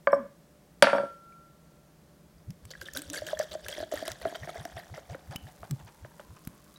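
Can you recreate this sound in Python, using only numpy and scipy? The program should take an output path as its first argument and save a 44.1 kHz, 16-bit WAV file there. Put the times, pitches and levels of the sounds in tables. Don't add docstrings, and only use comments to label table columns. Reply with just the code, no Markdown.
import sys
import numpy as np
from scipy import signal
from scipy.fft import rfft, irfft
from scipy.io import wavfile
from scipy.ndimage import uniform_filter1d

SR = 44100
rng = np.random.default_rng(int(sys.argv[2]) if len(sys.argv) > 2 else 0)


def transcribe(u):
    v = np.clip(np.atleast_2d(u).T, -1, 1)
    q = np.round(v * 32767).astype(np.int16)
    wavfile.write(sys.argv[1], SR, q)


N = 298983
TIME = np.arange(N) / SR
CUTOFF_HZ = 15900
# (frequency [Hz], level [dB], t60 [s])
CABINET_MODES = [(140, -31, 0.12), (209, -26.5, 0.25), (277, -28, 0.2), (366, -31, 0.16)]


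def from_db(db):
    return 10 ** (np.asarray(db) / 20)


def rms_one(x):
    return x / np.sqrt(np.mean(x ** 2) + 1e-20)


def decay(t, t60):
    return np.exp(-np.log(1000) * t / t60)


def in_time(rows):
    times, *columns = np.transpose(rows)
    return [np.interp(TIME, times, column) for column in columns]


def at_hz(points, hz, column=1):
    table = np.array(points)
    return np.interp(np.log(hz + 1e-9), np.log(table[:, 0]), table[:, column])


def add(out, s, sound):
    i = max(round(s * SR), 0)
    out[i:i + len(sound)] += sound[:max(N - i, 0)]


def cut(x, hz, kind, order=2):
    return signal.sosfilt(signal.butter(order, np.clip(hz, 10, .45 * SR), kind, fs=SR, output="sos"), x)


def ring(x, hz, t60):
    r, w = decay(1 / SR, t60), 2 * np.pi * hz / SR
    return signal.lfilter([0, np.sin(w)], [1, -2 * r * np.cos(w), r * r], x + 1e-18)


def resonance(hz, width_hz):
    r = np.exp(-np.pi * width_hz / SR)
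    return np.array([1, 0, -1]) * (1 - r * r) / 2, [1, -2 * r * np.cos(2 * np.pi * hz / SR), r * r]


def gliding(x, hz, width_hz, block=512):
    out, state = np.zeros(N), np.zeros(2)
    for i in range(0, N, block):
        b, a = resonance(hz[i], width_hz[i])
        out[i:i + block], state = signal.lfilter(b, a, x[i:i + block], zi=state)
    return out


def evened(x, span_s):
    power = uniform_filter1d(x ** 2, int(span_s * SR))
    return x / np.sqrt(np.abs(power) + 1e-4)


def blow(db, hardness_hz):
    return from_db(db) * cut(signal.unit_impulse(SR // 20), hardness_hz, "low", order=3)


def struck(force, modes):
    return sum((-1) ** k * from_db(db) * ring(force, hz, t60) for k, (hz, db, t60) in enumerate(modes))


def bubble(hz, swell_s, t60, rise):
    t = TIME[:SR // 8]
    shape = (1 - np.exp(-(t / swell_s) ** 2)) * decay(t, t60)
    return shape / shape.max() * np.sin(2 * np.pi * hz * (t + rise * t * t / (2 * t60)))


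def bubble_cloud(spectrum, per_s, spread_db, cycles, pitches=36):
    out = np.zeros(N)
    for hz in np.geomspace(spectrum[0][0], min(spectrum[-1][0], CUTOFF_HZ), pitches):
        born = np.flatnonzero(rng.random(N) < per_s / pitches / SR)
        strength = from_db(spread_db * np.minimum(rng.exponential(1, len(born)), 4))
        clicks = np.zeros(N)
        clicks[born] = strength * rng.choice([-1, 1], len(born))
        out += from_db(at_hz(spectrum, hz)) * np.sqrt(hz) * rms_one(ring(clicks, hz, cycles / hz))
    return rms_one(cut(out, 0.68 * spectrum[0][0], "high"))


def room_tone(air_db=-59):
    # (frequency [Hz], relative level [dB])
    air_spectrum = [(12, -56), (20, -14), (26, -27), (65, -6), (101, -18.5), (163, -0.5), (241, -18.5),
                    (301, -12), (446, -16.5), (590, -16.5), (923, -24), (1090, -23.5), (2820, -32.5),
                    (6360, -33.5), (16000, -37.5)]
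    # (frequency [Hz], level [dB])
    hum_partials = [(58, -72), (160, -75), (216, -68), (270, -73), (589, -69.5)]
    colour = from_db(at_hz(air_spectrum, np.fft.rfftfreq(N, 1 / SR)))
    air = irfft(rfft(rng.standard_normal(N)) * colour, N)
    hum = sum(from_db(db) * np.sin(2 * np.pi * (hz * TIME + rng.random())) for hz, db in hum_partials)
    return from_db(air_db) * rms_one(air) + hum


def kitchen_reverb(x, predelay_s=0.006, build_s=0.024, bands=16):
    # (frequency [Hz], level [dB], t60 [s])
    tail_bands = [(59.64, -26, 0.2), (112, -18, 0.49), (170, -11.5, 0.33), (281.8, -13.5, 0.18),
                  (449.6, -14.5, 0.42), (695, -14.5, 0.13), (1130, -15.5, 0.34), (2493, -13.5, 0.38),
                  (4900, -18.5, 0.54), (8850, -20.5, 0.72), (16100, -24, 0.12)]
    t, response = TIME[:SR], 0
    edges = np.geomspace(50, CUTOFF_HZ, bands + 1)
    onset = 1 - np.exp(-np.maximum(t - predelay_s, 0) / build_s)
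    for low, high in zip(edges, edges[1:]):
        hz = np.sqrt(low * high)
        shape = onset * decay(t, at_hz(tail_bands, hz, column=2))
        noise = cut(rng.standard_normal(SR), [low, high], "band")
        response += from_db(at_hz(tail_bands, hz)) * noise * shape / np.linalg.norm(shape)
    return signal.fftconvolve(x, response)[:N]


def bottle_knocks(bass_cut_hz=400, cabinet_db=-7):
    # (time [s], level [dB], contact hardness [Hz])
    landings = [(0.0713, -9.5, 2200), (0.1292, -5.5, 1050)]
    # (frequency [Hz], level [dB], t60 [s])
    bottle_modes = [(560.5, -3.5, 0.12), (677, -11.5, 0.048), (795, -23, 0.05), (1032, -8, 0.036),
                    (1179, -9, 0.066), (1423, -10.5, 0.023), (1543, -9.5, 0.042), (1690, -4, 0.019),
                    (2215, -8, 0.019), (3270, -11, 0.0065), (4620, -22, 0.08), (9600, -9.5, 0.092)]
    force = np.zeros(SR)
    for s, db, hardness_hz in landings:
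        add(force, s, blow(db, hardness_hz))
    knock = cut(struck(force, bottle_modes), bass_cut_hz, "high", order=3)
    boom = from_db(cabinet_db) * cut(struck(force, CABINET_MODES), 68, "high")
    return np.pad(knock + boom, (0, N - len(knock)))


def glass_knocks(bass_cut_hz=430, clatter_t60=0.22, clatter_db=-15):
    # (time [s], level [dB], contact hardness [Hz], glass ring re the blow [dB])
    landings = [(0.8242, -2, 11800, 3), (.8425, -12, 2470, -5), (0.869, -12, 1900, 14),
                (0.93, -10.5, 1300, 5.5), (.948, -13, 1070, 13.5), (.982, -17, 1700, 0.5),
                (.9975, -16, 586, -21), (1.033, -17.5, 540, -10)]
    # (frequency [Hz], level [dB], t60 [s])
    counter_modes = [(569.9, -1.5, 0.079), (675, -14.5, 0.085), (684, -18, 0.16), (842, -6.5, 0.014),
                     (946, -11, 0.069), (1200, -10.5, 0.032), (1390, -6.5, 0.021), (1595, -2, 0.019),
                     (2233, -9, 0.019), (3306, -6.5, 0.01), (5270, -4.5, 0.0022), (8300, -11, 0.0038)]
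    # (frequency [Hz], level [dB], t60 [s])
    glass_modes = [(1360, -32, 0.46), (4650, -19, 0.029), (4580, -21.5, 0.085), (9490, -15, 0.0093),
                   (9650, -27, 0.054), (13080, -32.5, 0.065), (14700, -18, .018)]
    on_counter, on_glass = np.zeros((2, 2 * SR))
    for s, db, hardness_hz, glass_db in landings:
        add(on_counter, s, blow(db, hardness_hz))
        add(on_glass, s, blow(db + glass_db, hardness_hz))
    motion = struck(on_counter, counter_modes) + struck(on_glass, glass_modes)
    t = TIME[:SR // 4]
    weak_modes = cut(cut(rng.standard_normal(len(t)), 520, "high"), 3600, "low", order=3)
    clatter = signal.fftconvolve(on_glass, weak_modes * decay(t, clatter_t60))[:len(motion)]
    knock = cut(motion, bass_cut_hz, "high", order=3)
    boom = cut(struck(on_counter, CABINET_MODES), 55, "high")
    return np.pad(knock + from_db(clatter_db) * clatter + boom, (0, N - len(knock)))


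def chinks(touch_t60=0.043):
    # (time [s], level [dB], pitch [Hz])
    touches = [(1.324, -55.5, 2320), (2.382, -62, 4800), (5.361, -33, 3020), (6.761, -47.5, 3880)]
    # (time [s], level [dB])
    jewellery_ticks = [(.12, -49), (.143, -50.5), (0.959, -52), (0.966, -54)]
    # (frequency [Hz], level [dB], t60 [s])
    tick_modes = [(5340, -2, 0.07), (5570, -2, 0.06), (7760, -6, 0.045), (8500, -7, 0.045),
                  (11030, -7, 0.05), (13300, -13, 0.044)]
    out, click = np.zeros(N), signal.unit_impulse(SR // 2)
    for s, db, hz in touches:
        add(out, s, from_db(db) * ring(click, hz, touch_t60))
    for s, db in jewellery_ticks:
        add(out, s, from_db(db) * struck(click, tick_modes))
    return out


def rim_ring(release_s=0.97, hz=1361, beat_hz=2.37, t60=1.43, level_db=-40, twin_db=-6):
    out, t = np.zeros(N), TIME[:2 * SR]
    pair = np.sin(2 * np.pi * hz * t) + from_db(twin_db) * np.sin(2 * np.pi * (hz + beat_hz) * t)
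    add(out, release_s, from_db(level_db) * pair * decay(t, t60))
    return out


def fizz(foam, level_db=-65):
    # (frequency [Hz], relative density [dB])
    fizz_spectrum = [(1000, 0), (1600, -4.5), (3000, -4), (5000, 6), (8000, 2.5), (11000, 5.5),
                     (16000, -3.5)]
    return from_db(level_db) * foam * bubble_cloud(fizz_spectrum, per_s=1700, spread_db=3, cycles=5)


def snaps(crack_s=0.002, ring_width_hz=450, ring_db=11, treble_hz=7000, trim_db=0.5):
    # (time [s], peak before trim [dB], ring pitch [Hz], treble shelf [dB])
    snap_cues = [(2.5042, -38.5, 5300, -5), (2.652, -38, 8100, -22), (2.812, -31, 4660, -23),
                 (2.9344, -28, 6800, 19), (2.9709, -18.5, 3740, 4.5), (3.018, -28, 8160, -1),
                 (3.0995, -24, 5900, -10), (3.132, -25.5, 8150, -6), (3.267, -28, 2950, -6),
                 (3.39, -23, 6260, -24), (3.6831, -20.5, 2900, 1), (4.078, -23, 3420, -22),
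                 (4.1164, -24.5, 5270, -17), (4.651, -30, 5600, -12), (5.359, -23.5, 2840, 3),
                 (5.7089, -28, 8000, -3), (6.4492, -42, 5400, 6), (6.4723, -29, 11550, -1.5)]
    out, t = np.zeros(N), TIME[:SR // 20]
    for s, db, hz, treble_db in snap_cues:
        crack = cut(rng.standard_normal(len(t)) * np.exp(-t / crack_s), 530, "high", order=1)
        crack += (from_db(treble_db) - 1) * cut(crack, treble_hz, "high", order=1)
        snap = crack + from_db(ring_db) * signal.lfilter(*resonance(hz, ring_width_hz), crack)
        add(out, s + 0.001, from_db(db + trim_db) * snap / np.abs(snap).max())
    return out


def plinks():
    # (time [s], peak [dB], pitch [Hz])
    small_bubbles = [(2.7365, -39.5, 1910), (2.7523, -37, 1640), (2.8157, -31.5, 1580),
                     (2.859, -38.5, 3560), (2.8853, -32, 1760), (2.9639, -31, 1530), (3.1443, -30, 1580),
                     (3.175, -31, 4580), (3.156, -33, 1580), (3.164, -34, 2150), (3.177, -32, 1680),
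                     (3.2866, -29.5, 1670), (3.349, -39.5, 3370), (3.372, -36.5, 1770), (3.4105, -29, 1716),
                     (3.6633, -33, 1640), (3.726, -31.5, 3250), (3.9743, -30, 1820), (4.353, -34.5, 3150),
                     (4.433, -34, 1840), (4.572, -40, 2050)]
    out = np.zeros(N)
    for s, db, hz in small_bubbles:
        add(out, s, from_db(db) * bubble(hz, swell_s=0.00027, t60=0.028, rise=0.033))
    return out


def plops(foam, clear_t60=0.048, foamy_t60=0.019, body_hz=370, body_db=-9.5, pop_hz=1300, pop_db=4.5):
    # (time [s], peak of the note [dB], pitch [Hz])
    big_bubbles = [(3.22, -28, 596), (3.331, -20.5, 611), (3.399, -18.5, 608), (3.552, -26.5, 616),
                   (3.781, -30, 596), (3.803, -28.5, 620), (3.828, -27, 642), (3.922, -25.5, 630),
                   (3.938, -24, 579), (4.025, -27.5, 638), (4.08, -27.5, 630), (4.254, -19.5, 650),
                   (4.271, -28, 665), (4.325, -33, 662), (4.432, -41.5, 673), (4.475, -32.5, 664),
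                   (4.491, -37, 630), (4.558, -32, 679), (4.654, -30.5, 686), (4.769, -38, 690),
                   (4.979, -34, 564), (5.148, -32.5, 530), (5.632, -36.5, 680), (6.049, -40, 592),
                   (6.197, -38.5, 567)]
    # (time [s], share of the body [0-1])
    depth_curve = [(3.4, 0), (3.8, 1)]
    out, (depth,) = np.zeros(N), in_time(depth_curve)
    for s, db, hz in big_bubbles:
        cover, deep = foam[round(s * SR)], depth[round(s * SR)]
        note = bubble(hz, swell_s=0.0026, t60=np.interp(cover, [0, 1], [clear_t60, foamy_t60]), rise=0.057)
        body = bubble(body_hz * rng.uniform(0.762, 1.22), swell_s=0.00077, t60=0.057, rise=0.06)
        pop = bubble(pop_hz * rng.uniform(0.49, 1.51), swell_s=0.0001, t60=0.0096, rise=0)
        plop = note + deep * from_db(body_db) * body + cover * from_db(pop_db) * pop
        add(out, s - 0.00101, from_db(db) * plop)
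    return out


def glugs(gulp_hz=107.6, gulp_db=-38.5, db_per_octave=19.5, half_cycles=2.4, octaves_per_cycle=0.35,
          thump_hz=155, thump_half_s=0.0021, flutter=0.2):
    # (time [s], level [dB])
    gulps = [(2.369, -53.5), (2.494, -34), (2.654, -44), (2.805, -49), (2.948, -50), (3.082, -46),
             (3.219, -46), (3.375, -49.5), (3.52, -50.5), (3.657, -48.5), (3.814, -48.5), (3.968, -48.5),
             (4.113, -43), (4.248, -46.5), (4.428, -38.5), (4.602, -37.5), (4.76, -42), (4.923, -40),
             (5.117, -37), (5.301, -37.5), (5.448, -41), (5.625, -46.5), (5.839, -46), (6.039, -42),
             (6.311, -44.5)]
    # (time [s], level [dB], pitch [Hz], half length [s], glide [octaves/s])
    bloops = [(0.203, -38.5, 245, 0.041, -8), (2.835, -50.5, 355, 0.011, 0), (2.989, -39.5, 282, 0.023, 8),
              (3.112, -41, 293, 0.018, 7), (3.25, -50, 330, 0.02, 9), (5.728, -25.5, 143, 0.018, -12)]
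    # (time [s], level [dB])
    thumps = [(5.359, -28), (5.713, -30), (6.475, -25)]
    out, t = np.zeros(N), TIME[:SR // 5] - 0.1
    tones = list(bloops) + [(s, db, thump_hz, thump_half_s, 0) for s, db in thumps]
    for s, db in gulps:
        hz = gulp_hz * 2 ** ((db - gulp_db) / db_per_octave)
        tones.append((s, db, hz, half_cycles / hz, octaves_per_cycle * hz))
    for s, db, hz, half_s, glide in tones:
        octaves = np.minimum(glide * t, 0.5)
        phase = 2 * np.pi * np.cumsum(hz * 2 ** octaves) / SR
        wall_wobble = 1 + flutter * rms_one(cut(rng.standard_normal(len(t)), 130, "low"))
        swell = from_db(db) * np.exp(-(t / half_s) ** 2)
        add(out, s + t[0], swell * wall_wobble * np.sin(phase - phase[len(t) // 2]))
    return cut(out + 1e-18, 45, "high")


def in_glass(x, column_hz, foam, foam_damping=2.2):
    # (multiple of the column pitch, width without foam [Hz], level [dB])
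    column_modes = [(0.998, 65.44, 22), (2.75, 264, 10), (3.15, 216, 2)]
    # (frequency [Hz], width [Hz], level [dB])
    cross_modes = [(3230, 690, 11), (4570, 390, 4), (5510, 470, 2.5)]
    widen = 1 + foam_damping * foam
    along = sum(from_db(db) * gliding(x, k * column_hz, width * widen) for k, width, db in column_modes)
    across = sum(from_db(db) * signal.lfilter(*resonance(hz, width), x) for hz, width, db in cross_modes)
    return x + along + across


def under_foam(x, foam, muffle_hz=1500):
    return (1 - foam) * x + foam * cut(x, muffle_hz, "low", order=1)


def gushes(attack_s=0.001, release_s=0.0065, sag_db_per_s=48, trim_db=0.5):
    # (time [s], length [s], level before trim [dB])
    gush_cues = [(2.705, 0.0087, -50), (2.819, 0.0072, -54), (2.854, 0.024, -57), (2.949, 0.043, -47),
                 (3.132, 0.058, -42), (3.265, 0.059, -45), (3.388, 0.05, -45), (3.511, 0.032, -45.5),
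                 (3.635, 0.033, -51.5), (3.685, 0.066, -44.5), (3.762, 0.077, -46), (3.914, 0.12, -44),
                 (4.051, 0.073, -43.5), (4.212, 0.02, -46.5), (4.246, 0.072, -48), (4.346, 0.015, -40.5),
                 (4.436, 0.011, -49.5), (4.484, 0.016, -43), (4.543, 0.075, -52), (4.765, 0.035, -45),
                 (4.94, 0.05, -49.5), (5.091, 0.062, -51.5), (5.308, 0.044, -47), (5.466, 0.024, -54.5),
                 (5.637, 0.013, -51.5), (5.792, 0.023, -56), (5.868, 0.019, -53), (6.051, 0.009, -58.5),
                 (6.197, 0.0038, -49.5), (6.363, 0.0025, -52)]
    out, t = np.zeros(N), TIME[:SR // 5]
    for s, length_s, db in gush_cues:
        shape = (1 - np.exp(-t / attack_s)) * np.exp(-np.maximum(t - length_s, 0) / release_s)
        add(out, s, from_db(db + trim_db - sag_db_per_s * t) * shape)
    return out


def pour(column_hz, foam, spray_db=6.5, smother_db=16.5, smothered_at=0.26, gush_gurgle_db=-6,
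         trickle_db=-61.5, drizzle_db=-56.5, gurgle_db=-59, foam_boost_db=4):
    # (frequency [Hz], relative density [dB])
    bubble_spectrum = [(350, 0.5), (600, -1.5), (1000, -9), (1700, 11), (2500, -10), (4000, -9),
                       (6000, -37), (9000, -62)]
    # (frequency [Hz], relative density [dB])
    spray_spectrum = [(2000, -13.5), (3000, -5), (4500, -3), (8000, -3.5), (11000, -5), (16000, -13)]
    # (time [s], gain [dB])
    flow_curve = [(2.3, -57.5), (2.7, -10), (3.15, 1.5), (3.6, -3.5), (3.88, -7.5), (4.05, -3.5),
                  (4.6, 3.5), (5.0, -4.5), (5.6, -11), (6.1, -10.5), (6.78, -13)]
    flow = from_db(in_time(flow_curve)[0])
    dense = bubble_cloud(bubble_spectrum, per_s=1600, spread_db=6, cycles=30)
    sparse = bubble_cloud(bubble_spectrum, per_s=600, spread_db=5, cycles=22)
    spray = bubble_cloud(spray_spectrum, per_s=4000, spread_db=5.5, cycles=36)
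    churn = bubble_cloud(bubble_spectrum, per_s=900, spread_db=4.5, cycles=14, pitches=14)
    dense = in_glass(under_foam(dense, foam), column_hz, foam)
    sparse = in_glass(under_foam(sparse, foam), column_hz, foam)
    spray = in_glass(spray, column_hz, foam)
    gurgle = evened(gliding(churn, column_hz, width_hz=50 + 70 * foam), span_s=0.039)
    spray_gain = from_db(spray_db - smother_db * np.minimum(foam / smothered_at, 1))
    splash = (evened(dense, span_s=0.01)
              + spray_gain * evened(spray, span_s=0.012)
              + from_db(gush_gurgle_db) * gurgle)
    trickle = (from_db(trickle_db) * evened(sparse, span_s=0.12)
               + from_db(drizzle_db) * (1 - foam) * evened(spray, span_s=0.091)
               + from_db(gurgle_db + foam_boost_db * foam) * gurgle)
    return gushes() * splash + flow * trickle


def scene(drink_send_db=-0.5, glug_send_db=0.5):
    # (time [s], air column pitch [Hz], foam cover [0-1])
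    fill_curve = [(0, 497.6, 0), (2.7, 521, 0), (3.3, 611, 0.16), (4, 617, 0.15), (4.5, 688, 0.48),
                  (5, 706, 0.51), (5.6, 780, 0.96), (6.1, 928, 0.76), (6.78, 1157, 1)]
    column_hz, foam = in_time(fill_curve)
    handling = bottle_knocks() + glass_knocks() + chinks()
    drink = pour(column_hz, foam) + plops(foam) + plinks() + snaps() + fizz(foam)
    glugging = glugs()
    reverb = kitchen_reverb(handling + from_db(drink_send_db) * drink + from_db(glug_send_db) * glugging)
    return (handling + rim_ring() + drink + glugging + reverb + room_tone())[None]


def record(dry):
    low_pass = signal.ellip(10, 0.1, 80, CUTOFF_HZ, fs=SR, output="sos")
    return signal.sosfilt(low_pass, np.clip(dry, -1, 1))


dry = scene()
out = record(dry)
transcribe(out)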